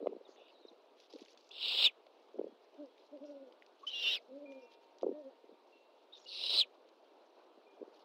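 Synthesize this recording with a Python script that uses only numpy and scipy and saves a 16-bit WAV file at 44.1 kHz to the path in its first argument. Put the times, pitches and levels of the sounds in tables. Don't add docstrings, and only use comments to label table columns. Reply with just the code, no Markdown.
import sys
import numpy as np
from scipy import signal
from scipy.io import wavfile
from scipy.ndimage import uniform_filter1d

SR = 44100
rng = np.random.default_rng(int(sys.argv[2]) if len(sys.argv) > 2 else 0)


def rack_gain(trim_db):
    fader = np.asarray(trim_db, float)
    return 10 ** (fader / 20)


def waveform_to_disk(signal):
    frames = np.transpose(np.atleast_2d(signal))
    scaled = np.clip(frames, -1, 1) * 32767
    samples = np.round(scaled).astype(np.int16)
    wavfile.write(sys.argv[1], SR, samples)


N = 354960

# f/Hz, level/dB per Hz
NIGHT_SPECTRUM = [(59, -57), (100, -42), (140, -58.5), (228, -16), (372, -1), (422, 0), (658, -1.5),
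                  (731, -5.5), (943, -7.5), (1900, -24), (2780, -19), (2960, -20.5), (4060, -21),
                  (6340, -41.5), (15800, -52.5)]
# t/s, level/dB
HUM_SWELL = [(0.3, -63.5), (0.62, -66), (5.28, -65), (5.77, -67.5), (8.04, -62)]
# t/s, f/Hz, level/dB, t60/s
TUBE_PARTIALS = [(2.45, 1860, -87.5, 1.8), (3.25, 1448, -81.5, 4), (3.25, 5626, -77, .4),
                 (3.25, 5071, -79, .4), (3.25, 4269, -81, .5), (3.25, 2729, -83, .8),
                 (4.456, 2386, -74, .9), (4.62, 2745, -79, .7), (4.455, 928, -71, 9),
                 (4.456, 2408, -62, 0.84), (4.62, 2722, -70.5, 0.69), (3.78, 3360, -81, 0.45),
                 (2.89, 3330, -80, 0.54), (2.47, 3330, -79, .6), (5.12, 1835, -83.5, 1.5),
                 (5.723, 2720, -71.5, 0.83), (5.722, 2742, -79, .9), (7.665, 2420, -73, 0.5),
                 (7.665, 2398, -78, .5)]
# peak t/s, peak level/dB, ring f/Hz, width/s
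BLOWS = [(.016, -37, 419, .0051), (.0276, -34.5, 481, .0029), (.0607, -28.5, 533, .0028),
         (.0712, -20, 527, .0029), (.0941, -40.5, 405, .0087), (.125, -37.5, 430, .0067),
         (.132, -36.5, 487, .0021), (.1654, -37.5, 425, .0029), (1.138, -41, 450, .0035),
         (1.15, -46, 300, .012), (1.161, -43, 480, .007), (2.388, -37, 560, .0027),
         (2.3943, -25.5, 409, .0044), (2.4145, -29.5, 467, .0033), (2.4432, -34.5, 419, .004),
         (2.4694, -38, 485, .0047), (5.0323, -22.5, 523, .0028), (5.038, -31, 480, .003),
         (5.056, -42, 450, .004), (5.101, -37, 350, .004), (5.123, -40, 350, .004),
         (5.044, -25.5, 414, .0029), (5.067, -23, 427, .005), (5.082, -32, 473, .0049),
         (5.0915, -27, 390, .0046), (5.1155, -34, 470, .0056), (7.8164, -36, 423, .0038),
         (7.828, -35.6, 427, .0039)]
# t/s, peak level/dB, ring f/Hz
LONE_STEPS = [(.1502, -42, 393), (.2124, -46, 483), (.291, -45.5, 426), (.42, -51, 552),
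              (.6515, -42.7, 416), (.713, -52, 340), (1.218, -43, 330), (2.069, -51, 598),
              (2.3445, -43.5, 441), (2.523, -52.5, 270), (5.442, -49, 400), (7.575, -52, 346),
              (7.879, -48.5, 414)]
# start t/s, end t/s, peak level/dB
FOOT_SHUFFLES = [
    (0, .058, -41),
    (.078, .12, -43),
    (2.35, 2.385, -46),
    (2.4, 2.5, -47),
    (5.02, 5.125, -44),
    (5.49, 5.545, -52),
    (7.795, 7.815, -49),
]
# t/s, peak level/dB, centre f/Hz
TWIG_SNAPS = [(.0695, -47, 2200), (1.514, -58, 5200), (2.39, -60, 2700), (2.858, -63, 4700),
              (3.24, -60, 3100), (4.737, -58, 3300), (.3601, -58, 2800), (.483, -57, 2640),
              (1.1262, -51, 4110), (1.1596, -52, 3860), (1.1942, -53, 2900), (1.2254, -52, 3200),
              (1.259, -54, 2400), (1.283, -53, 3180), (1.4905, -55, 5500), (1.0007, -52, 3820),
              (1.037, -56, 3600), (1.135, -51, 4600), (1.186, -54, 3000), (1.208, -53, 4400),
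              (1.2496, -53, 4860), (1.3739, -53, 4200), (1.4088, -57, 4390), (1.4687, -60, 4720),
              (1.33, -59, 5200), (1.443, -62, 4500), (6.1772, -52, 3800), (6.171, -56, 3900),
              (6.2, -58, 3500), (6.215, -60, 3800), (6.249, -54, 4000), (6.244, -58, 4700),
              (2.0663, -54, 2720), (2.7422, -62, 3980), (2.9801, -58, 2870), (3.1722, -61, 3010),
              (3.5226, -56, 3220), (3.622, -47.5, 2100), (3.6631, -54, 3640), (4.5194, -52.5, 2410),
              (4.7173, -56, 3420), (4.984, -53, 4500), (5.0112, -52, 3290), (5.0223, -53.5, 4490),
              (6.8877, -58, 3860)]
# start t/s, end t/s, centre f/Hz, level/dB
FEATHER_RUSTLES = [(.96, 1.086, 3600, -71.5), (1.085, 1.25, 3900, -68.5), (1.244, 1.348, 3930, -70),
                   (1.361, 1.505, 4100, -78), (2.96, 3.09, 3750, -77), (3.22, 3.34, 4220, -78),
                   (4.488, 4.573, 4500, -77.5), (4.692, 4.763, 3620, -68.5), (4.8, 4.866, 3760, -76),
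                   (7.918, 8.04, 3550, -72.5), (3.78, 3.874, 3800, -75), (4.188, 4.25, 4040, -80.5),
                   (0, 8.04, 4400, -86.5)]
# start t/s, end t/s, f/Hz, fundamental level/dB
HOOT_PULSES = [(2.78, 2.865, 304, -48), (2.862, 2.898, 240, -76), (3.116, 3.187, 294.8, -52.5),
               (3.183, 3.203, 263, -76), (3.205, 3.279, 300.7, -50), (3.271, 3.349, 292, -52.5),
               (3.338, 3.394, 276.6, -55), (3.389, 3.462, 268.8, -57.5), (3.452, 3.506, 249, -69),
               (4.284, 4.312, 255, -68), (4.31, 4.346, 268, -57), (4.335, 4.411, 290, -51.5),
               (4.402, 4.479, 295.3, -51), (4.473, 4.546, 276.6, -53), (4.541, 4.611, 264.7, -58),
               (4.615, 4.672, 247.4, -70), (5.125, 5.19, 303, -54), (5.17, 5.24, 290, -55),
               (5.237, 5.305, 272, -56)]
# start t/s, end t/s, first f/Hz, last f/Hz, level/dB
NARROW_WHEEZES = [
    (.275, .364, 6500, 6270, -81.5),
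    (.361, .516, 2750, 2780, -71.5),
    (.361, .512, 3560, 3580, -73),
    (.48, .52, 4830, 4500, -79),
    (.666, .69, 5600, 4700, -79),
    (6.145, 6.21, 5100, 6900, -77),
    (6.19, 6.25, 5800, 5000, -78),
    (3.868, 3.898, 5300, 5200, -63),
    (3.87, 3.905, 6100, 6100, -69),
    (4.613, 4.66, 5320, 5370, -78),
]
# start t/s, end t/s, first f/Hz, last f/Hz, level/dB
OPEN_GASPS = [
    (.278, .33, 4350, 4600, -74.5),
    (6.125, 6.19, 3200, 4000, -67),
    (6.19, 6.26, 3670, 4020, -77),
]
# start t/s, length/s, first f/Hz, last f/Hz, level/dB
SHORT_PEEPS = [(3.867, .03, 2980, 3180, -35.5), (3.83, .024, 1080, 1200, -50),
               (6.258, .026, 2850, 2930, -55), (6.212, .024, 5750, 5480, -70),
               (6.222, .04, 6800, 6800, -79), (6.184, .018, 6050, 5600, -72), (.25, .014, 3850, 3550, -62),
               (.264, .014, 3550, 3350, -67), (1.507, .01, 2600, 2900, -55), (1.513, .01, 3300, 3700, -50),
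               (.681, .016, 4200, 3550, -57), (1.515, .125, 3560, 3670, -56)]
# t/s, f/Hz, level/dB
WHISTLES = [
    [(3.929, 2893, -40), (3.95, 2790, -43), (4.02, 2806, -41), (4.045, 2717, -42.5), (4.06, 2740, -36),
     (4.082, 2790, -31), (4.108, 2730, -37), (4.115, 2800, -47), (4.13, 2900, -50)],
    [(3.94, 3400, -52), (3.955, 3520, -46), (3.98, 3480, -48), (4.0, 3400, -52)],
    [(.5, 4840, -83), (.55, 3990, -73), (.58, 3750, -74), (.615, 4150, -74), (.635, 3750, -72),
     (.68, 3780, -72)],
    [(4.03, 3750, -43), (4.065, 3530, -41), (4.098, 3610, -41), (4.118, 3844, -38), (4.14, 3810, -40),
     (4.155, 3400, -42), (4.17, 2650, -46), (4.19, 1950, -62)],
    [(3.93, 5600, -62), (4.02, 5560, -60), (4.09, 5450, -54), (4.135, 5400, -58)],
    [(1.6, 3600, -52), (1.65, 3850, -43), (1.7, 3700, -44), (1.76, 3700, -45), (1.8, 3800, -38),
     (1.84, 3850, -35)],
    [(6.41, 4000, -50), (6.44, 4000, -44), (6.49, 3900, -43), (6.51, 3950, -38), (6.55, 3950, -38),
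     (6.575, 4050, -33)],
]
# t/s, f/Hz, level/dB
HOARSE_BANDS = [
    [(1.6, 2850, -52), (1.65, 2800, -44), (1.75, 2800, -48), (1.85, 2850, -37), (1.872, 2700, -39),
     (1.895, 2400, -60)],
    [(4.015, 3150, -44), (4.05, 3050, -41), (4.08, 3000, -43), (4.11, 3120, -41), (4.15, 3150, -44),
     (4.162, 2700, -52)],
    [(3.903, 3700, -56), (3.92, 3880, -52), (3.94, 3850, -54), (3.98, 3850, -54), (4.025, 3900, -48)],
    [(3.895, 3000, -52), (3.915, 3080, -51), (3.93, 3100, -48), (3.95, 3150, -50)],
    [(6.272, 4200, -63), (6.29, 4400, -57), (6.32, 4000, -53), (6.36, 3800, -51), (6.4, 3850, -49)],
    [(6.123, 3650, -64), (6.135, 3760, -52), (6.143, 3800, -59), (6.15, 3720, -56), (6.163, 3580, -62),
     (6.184, 3550, -66)],
    [(6.3, 2750, -62), (6.35, 2750, -55), (6.41, 2800, -57), (6.44, 2900, -48), (6.46, 2850, -52)],
]
JITTERS = [18, 110, 110, 18, 120, 200, 150, 150, 90, 120, 80, 160, 90, 150]
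# top t/s, top f/Hz, level/dB, lead-in/s, jitter/Hz
END_YELPS = [
    (1.853, 3900, -25.5, .012, 35),
    (6.597, 4050, -25.5, .022, 110),
    (4.158, 5300, -53, .02, 130),
]
# t/s, level/dB
EFFORTS = [
    [(1.508, -63), (1.55, -55), (1.64, -40), (1.70, -38), (1.76, -37), (1.80, -32.5), (1.86, -30.5),
     (1.88, -41), (1.905, -78)],
    [(3.864, -56), (3.88, -52), (3.94, -52.5), (4.03, -39), (4.08, -35.5), (4.15, -36), (4.168, -42),
     (4.192, -72)],
    [(6.262, -70), (6.275, -55.5), (6.35, -47.5), (6.405, -45), (6.435, -40.5), (6.56, -34), (6.6, -33),
     (6.622, -43), (6.65, -70)],
]
# f/Hz, level/dB per Hz
THROAT_SPECTRA = [
    [(120, -72), (200, -35), (278, -23), (316, -25), (423, -15.5), (610, -18.5), (1180, -22), (1790, -32),
     (2780, -3.5), (3650, 1.5), (5260, -14.5), (6090, -47), (7720, -31.5), (11300, -53.5), (15800, -41.5)],
    [(120, -76), (200, -50), (328, -28), (527, -14.5), (980, -30.5), (1960, -25), (2580, -18.5), (2780, -1),
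     (3330, -7.5), (3650, -11), (4980, -19), (5660, -19), (6430, -43), (12400, -47), (15800, -48)],
    [(120, -74.5), (200, -45), (359, -21.5), (577, -11), (621, -20), (1180, -21.5), (1660, -37),
     (2110, -26), (2930, -7), (3860, -0.5), (5170, -11), (6550, -46), (8940, -34), (12200, -59.5),
     (15800, -44)],
]
RASP_LEVELS = [.5, -3, 0]
BEAK_GAPES = [.02, .04, .12]
TOP_LIFTS = [4.5, 1.5, 6.5]


def evened(x):
    return x / np.sqrt(np.mean(x ** 2) + 1e-20)


def read(points, hz):
    f, value = np.transpose(points)
    return np.interp(np.log(hz + 1), np.log(f + 1), value)


def spread(rows):
    s, *columns = np.transpose(rows)
    t = np.arange(s[0], s[-1], 1 / SR)
    return [t] + [np.interp(t, s, c) for c in columns]


def add(mix, s, sound):
    part = mix[max(round(s * SR), 0):][:len(sound)]
    part += sound[:len(part)]


def wander(length, hz):
    pole = np.exp(-2 * np.pi * hz / SR)
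    two_poles = np.convolve([1, -pole], [1, -pole])
    return evened(signal.lfilter([1], two_poles, rng.standard_normal(length + 2000))[2000:])


def scatter(start, end, gap):
    s = np.arange(start, end - gap / 2, gap)
    chance = rng.uniform(-1, 1, (len(s), 4))
    return zip(s + gap * (.5 + .4 * chance[:, 0]), *chance[:, 1:].T)


def colour(x, gain_db):
    hz, t, z = signal.stft(x, SR, nperseg=256, noverlap=192)
    shaped = z * rack_gain(gain_db(hz[:, None], t[None]))
    return signal.istft(shaped, SR, nperseg=256, noverlap=192)[1][:len(x)]


def patchwork(length, hz_bins, frames):
    grain = rng.standard_normal((length // 64 + 9, 129)).T
    return evened(uniform_filter1d(uniform_filter1d(grain, hz_bins, 0), frames, 1))


def night():
    frames, hz = N // 256 + 5, np.fft.rfftfreq(1024, 1 / SR)
    a, b, patches = rng.standard_normal((frames, 513, 3)).T
    patches = evened(uniform_filter1d(uniform_filter1d(patches, 16, 0), 6, 1))
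    patchy_db = 1.7 * patches * (hz[:, None] < 7000)
    swell_db = np.interp(np.arange(frames) * 256 / SR, *np.transpose(HUM_SWELL))
    low = 1 / (1 + (hz[:, None] / 1600) ** 4)
    gain_db = read(NIGHT_SPECTRUM, hz)[:, None] + patchy_db + low * (swell_db - np.median(swell_db))
    noise = signal.istft((a + 1j * b) * rack_gain(gain_db), nperseg=1024, noverlap=768)[1][:N]
    return rack_gain(-65) * evened(noise)


def tube(hz, db, t60):
    t = np.arange(round(t60 * SR / 2)) / SR
    return rack_gain(db - 60 * t / t60) * np.sqrt(2) * np.sin(2 * np.pi * hz * t) * np.minimum(t / .004, 1)


def hollow(x):
    t = np.arange(9000) / SR
    decay = rack_gain(-60 * t / 0.059) + rack_gain(-38 - 60 * t / .35)
    taps = rng.standard_normal(9000) * decay * (t > .002)
    return x + rack_gain(-15) * signal.fftconvolve(x, taps / np.linalg.norm(taps))[:N]


def bump(db, hz, width, twist):
    t = np.arange(-500, 900) / SR
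    shape = np.exp(-.5 * (t / (0.39 * width * np.where(t > 0, 1.15, .9))) ** 2)
    sagging = 1 - .04 * np.tanh(t / width)
    wave = shape * np.cos(2 * np.pi * (hz * t * sagging + twist))
    knock = shape ** 3 * np.cos(2 * np.pi * (1.87 * hz * t + 3 * twist))
    thump = wave + knock * rack_gain(-16.5 + 0.84 * (db + 20.5))
    return rack_gain(db) * (thump - shape * thump.sum() / shape.sum())


def feet():
    width_s, gap_s = .0042, .009
    rows = BLOWS + [(*row, width_s) for row in LONE_STEPS]
    for start, end, db in FOOT_SHUFFLES:
        for s, a, b, c in scatter(start, end, gap_s):
            rows.append((s, db + 4 * a, 400 * (1 + .3 * b), width_s * (.9 + .3 * c)))
    out = np.zeros(N + 500)
    for s, *row in rows:
        add(out, s, bump(*row, rng.random()))
    return out[500:]


def snap(db, hz):
    t = np.arange(600) / SR
    decay = np.exp(-t / 0.002) + .12 * np.exp(-t / .005)
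    crack = rng.standard_normal(600) * decay * np.minimum(t / .0006, 1)
    wide = signal.iirpeak(hz, 1.1, SR)
    body = signal.lfilter(*wide, signal.lfilter(*wide, crack))
    body = signal.sosfilt(signal.butter(6, min(1.7 * hz, 6300), fs=SR, output="sos"), body)
    crack = body + rack_gain(-34) * signal.lfilter(*signal.iirpeak(10500, 4, SR), crack)
    return rack_gain(db) * crack / abs(crack).max()


def crackle(mix):
    for s, a, b, _ in scatter(1.0, 1.48, .02):
        add(mix, s, snap(-67 + 4.5 * a, 4300 * (1 + .25 * b)))


def rustle(length, centre_hz, db):
    count = round(length * SR)
    grains = rng.standard_normal(count) * rack_gain(2.6 * wander(count, 150) + 2.2 * wander(count, 25))
    patchy_db = 3.5 * patchwork(count, 7, 8)

    def gain_db(hz, s):
        body = -20 * np.log2((hz + 1) / centre_hz) ** 2 - 12 / (1 + (7200 / (hz + 1)) ** 16)
        air = -27 - 60 * np.log2((hz + 1) / 10500) ** 2
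        return np.maximum(body, air) + patchy_db[:, :s.size]
    return rack_gain(db) * evened(colour(grains, gain_db)) * signal.windows.tukey(count, min(0.053 / length, .9))


def hoots():
    first, octave, push = np.zeros((3, N))
    for start, end, hz, first_db in HOOT_PULSES:
        octave_db = -52 + .45 * (first_db + 52)
        octave_db += 3 * (start > 5.05)
        arch = signal.windows.tukey(round((end - start + 0.016) * SR), .85)
        add(first, start - .016, rack_gain(first_db) * arch)
        add(octave, start - .01, rack_gain(octave_db) * arch)
        add(push, start, np.sin(np.linspace(0, np.pi, round((end - start) * SR))) ** .5)
    start, end, hz = np.transpose(HOOT_PULSES)[:3]
    pitch = np.interp(np.arange(N) / SR, (start + end) / 2, hz)
    pitch *= 1 - 0.085 * (1 - np.minimum(push, 1))
    turn = 2 * np.pi * np.cumsum(pitch + 5 * wander(N, 40)) / SR
    low = first * rack_gain(-1.2 + wander(N, 60)) * np.sin(turn)
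    high = octave * rack_gain(1.7 * wander(N, 50)) * np.sin(2 * turn + 0.93)
    return np.sqrt(2) * (low + high)


def wheeze(length, first_hz, last_hz, octaves, db):
    count = round(length * SR)
    air = rng.standard_normal(count) * rack_gain(1.5 * wander(count, 80))

    def gain_db(hz, s):
        glide = np.interp(s, [0, length], [first_hz, last_hz])
        return -6 * (np.log2((hz + 1) / glide) / np.minimum(octaves, .32)) ** 2
    return rack_gain(db) * evened(colour(air, gain_db)) * signal.windows.tukey(count, .12)


def voice(rows, fuzz_hz):
    t, hz, db = spread(rows)
    turn = 2 * np.pi * np.cumsum(hz + fuzz_hz * wander(len(t), 300)) / SR
    shimmer = rack_gain((0.86 + fuzz_hz / 80) * np.minimum(wander(len(t), 230), 1.8))
    smear = 1.1 * wander(len(t), 400)
    tone = np.sin(turn) + rack_gain(-29 + .6 * (db + 27)) * np.sin(2 * turn + smear)
    tone += rack_gain(-46) * np.sin(3 * turn + smear) + rack_gain(-43) * np.sin(4 * turn + 1.4 * smear)
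    return rack_gain(db) * evened(shimmer * tone) * signal.windows.tukey(len(t), .08)


def peep(length, first_hz, last_hz, db):
    attack = .35
    top_hz = first_hz + attack * (last_hz - first_hz)
    rows = [(0, first_hz, db - 9), (attack * length, top_hz, db), (length, last_hz, db - 10)]
    return voice(rows, .33 * length * first_hz)


def yelp(top_s, top_hz, db, lead_s, jitter_hz):
    rows = [(top_s - lead_s, .995 * top_hz, db - 3), (top_s, top_hz, db),
            (top_s + .015, .89 * top_hz, db), (top_s + .05, .54 * top_hz, db - 33)]
    return top_s - lead_s, voice(rows, jitter_hz)


def beak_of(rows, wide, bright_db):
    t, effort_db = spread(rows)
    gape = np.exp(-(t - t[0]) / .12)
    closing = np.clip(1 - (t[-1] - t) / .05, 0, 1)
    beak = 1 + wide * gape - (1 - .62) * closing ** 1.5
    follow_db = .2 * (effort_db - effort_db.max()) * (1 - closing)
    return np.transpose([t, effort_db, beak, bright_db + 5 * gape ** 4 + follow_db])


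def screech(rows, throat, rasp_db):
    t, effort_db, beak, bright_db = spread(rows)
    chop_db = 2.5 * np.clip(wander(len(t), 320), -2.5, 1.7) + .7 * wander(len(t), 40)
    airflow = rng.standard_normal(len(t)) * rack_gain(chop_db)
    flits_db = 2.2 * patchwork(len(t), 3, 9)

    def gain_db(hz, s):
        opening, lift_db = np.interp(s + t[0], t, beak), np.interp(s + t[0], t, bright_db)
        moved, still = read(throat, hz / opening), read(throat, hz + 0 * s)
        middle = np.minimum(moved, still + 1.5)
        body = np.where(hz < 1400, still, np.where(hz < 2500, middle, moved))
        top = lift_db * (hz > 6300 * opening) + 5.5 * np.exp(-((hz / opening - 14200) / 1500) ** 2)
        return body + top + flits_db[:, :s.size] * (hz < 6000)
    shaped = colour(airflow, gain_db)
    power = uniform_filter1d(shaped ** 2, 2000)
    return shaped / np.sqrt(power) * rack_gain(effort_db + rasp_db) * signal.windows.tukey(len(t), .02)


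def scene():
    near, far = hoots(), night() + feet()
    for s, *row in TUBE_PARTIALS:
        add(far, s, tube(*row))
    for s, *row in TWIG_SNAPS:
        add(near, s, snap(*row))
    crackle(near)
    for start, end, *row in FEATHER_RUSTLES:
        add(near, start, rustle(end - start, *row))
    for table, octaves in (NARROW_WHEEZES, .12), (OPEN_GASPS, .31):
        for start, end, first_hz, last_hz, db in table:
            add(near, start, wheeze(end - start, first_hz, last_hz, octaves, db))
    for start, *row in SHORT_PEEPS:
        add(near, start, peep(*row))
    for rows, fuzz_hz in zip(WHISTLES + HOARSE_BANDS, JITTERS):
        add(near, rows[0][0], voice(rows, fuzz_hz))
    for row in END_YELPS:
        add(near, *yelp(*row))
    for rows, throat, rasp_db, *beak in zip(EFFORTS, THROAT_SPECTRA, RASP_LEVELS, BEAK_GAPES, TOP_LIFTS):
        add(near, rows[0][0], screech(beak_of(rows, *beak), throat, rasp_db))
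    return (hollow(near) + far)[None]


def low_pass(x):
    return signal.sosfilt(signal.butter(12, 15900, fs=SR, output="sos"), x)


def record(dry):
    noisy = dry + rack_gain(-95.5) * rng.standard_normal(dry.shape)
    cut = signal.sosfilt(signal.butter(10, 200, "highpass", fs=SR, output="sos"), noisy)
    cut = signal.oaconvolve(cut, signal.firwin(511, 15850, fs=SR)[None], "same")
    return low_pass(cut)


dry = scene()
out = record(dry)
waveform_to_disk(out)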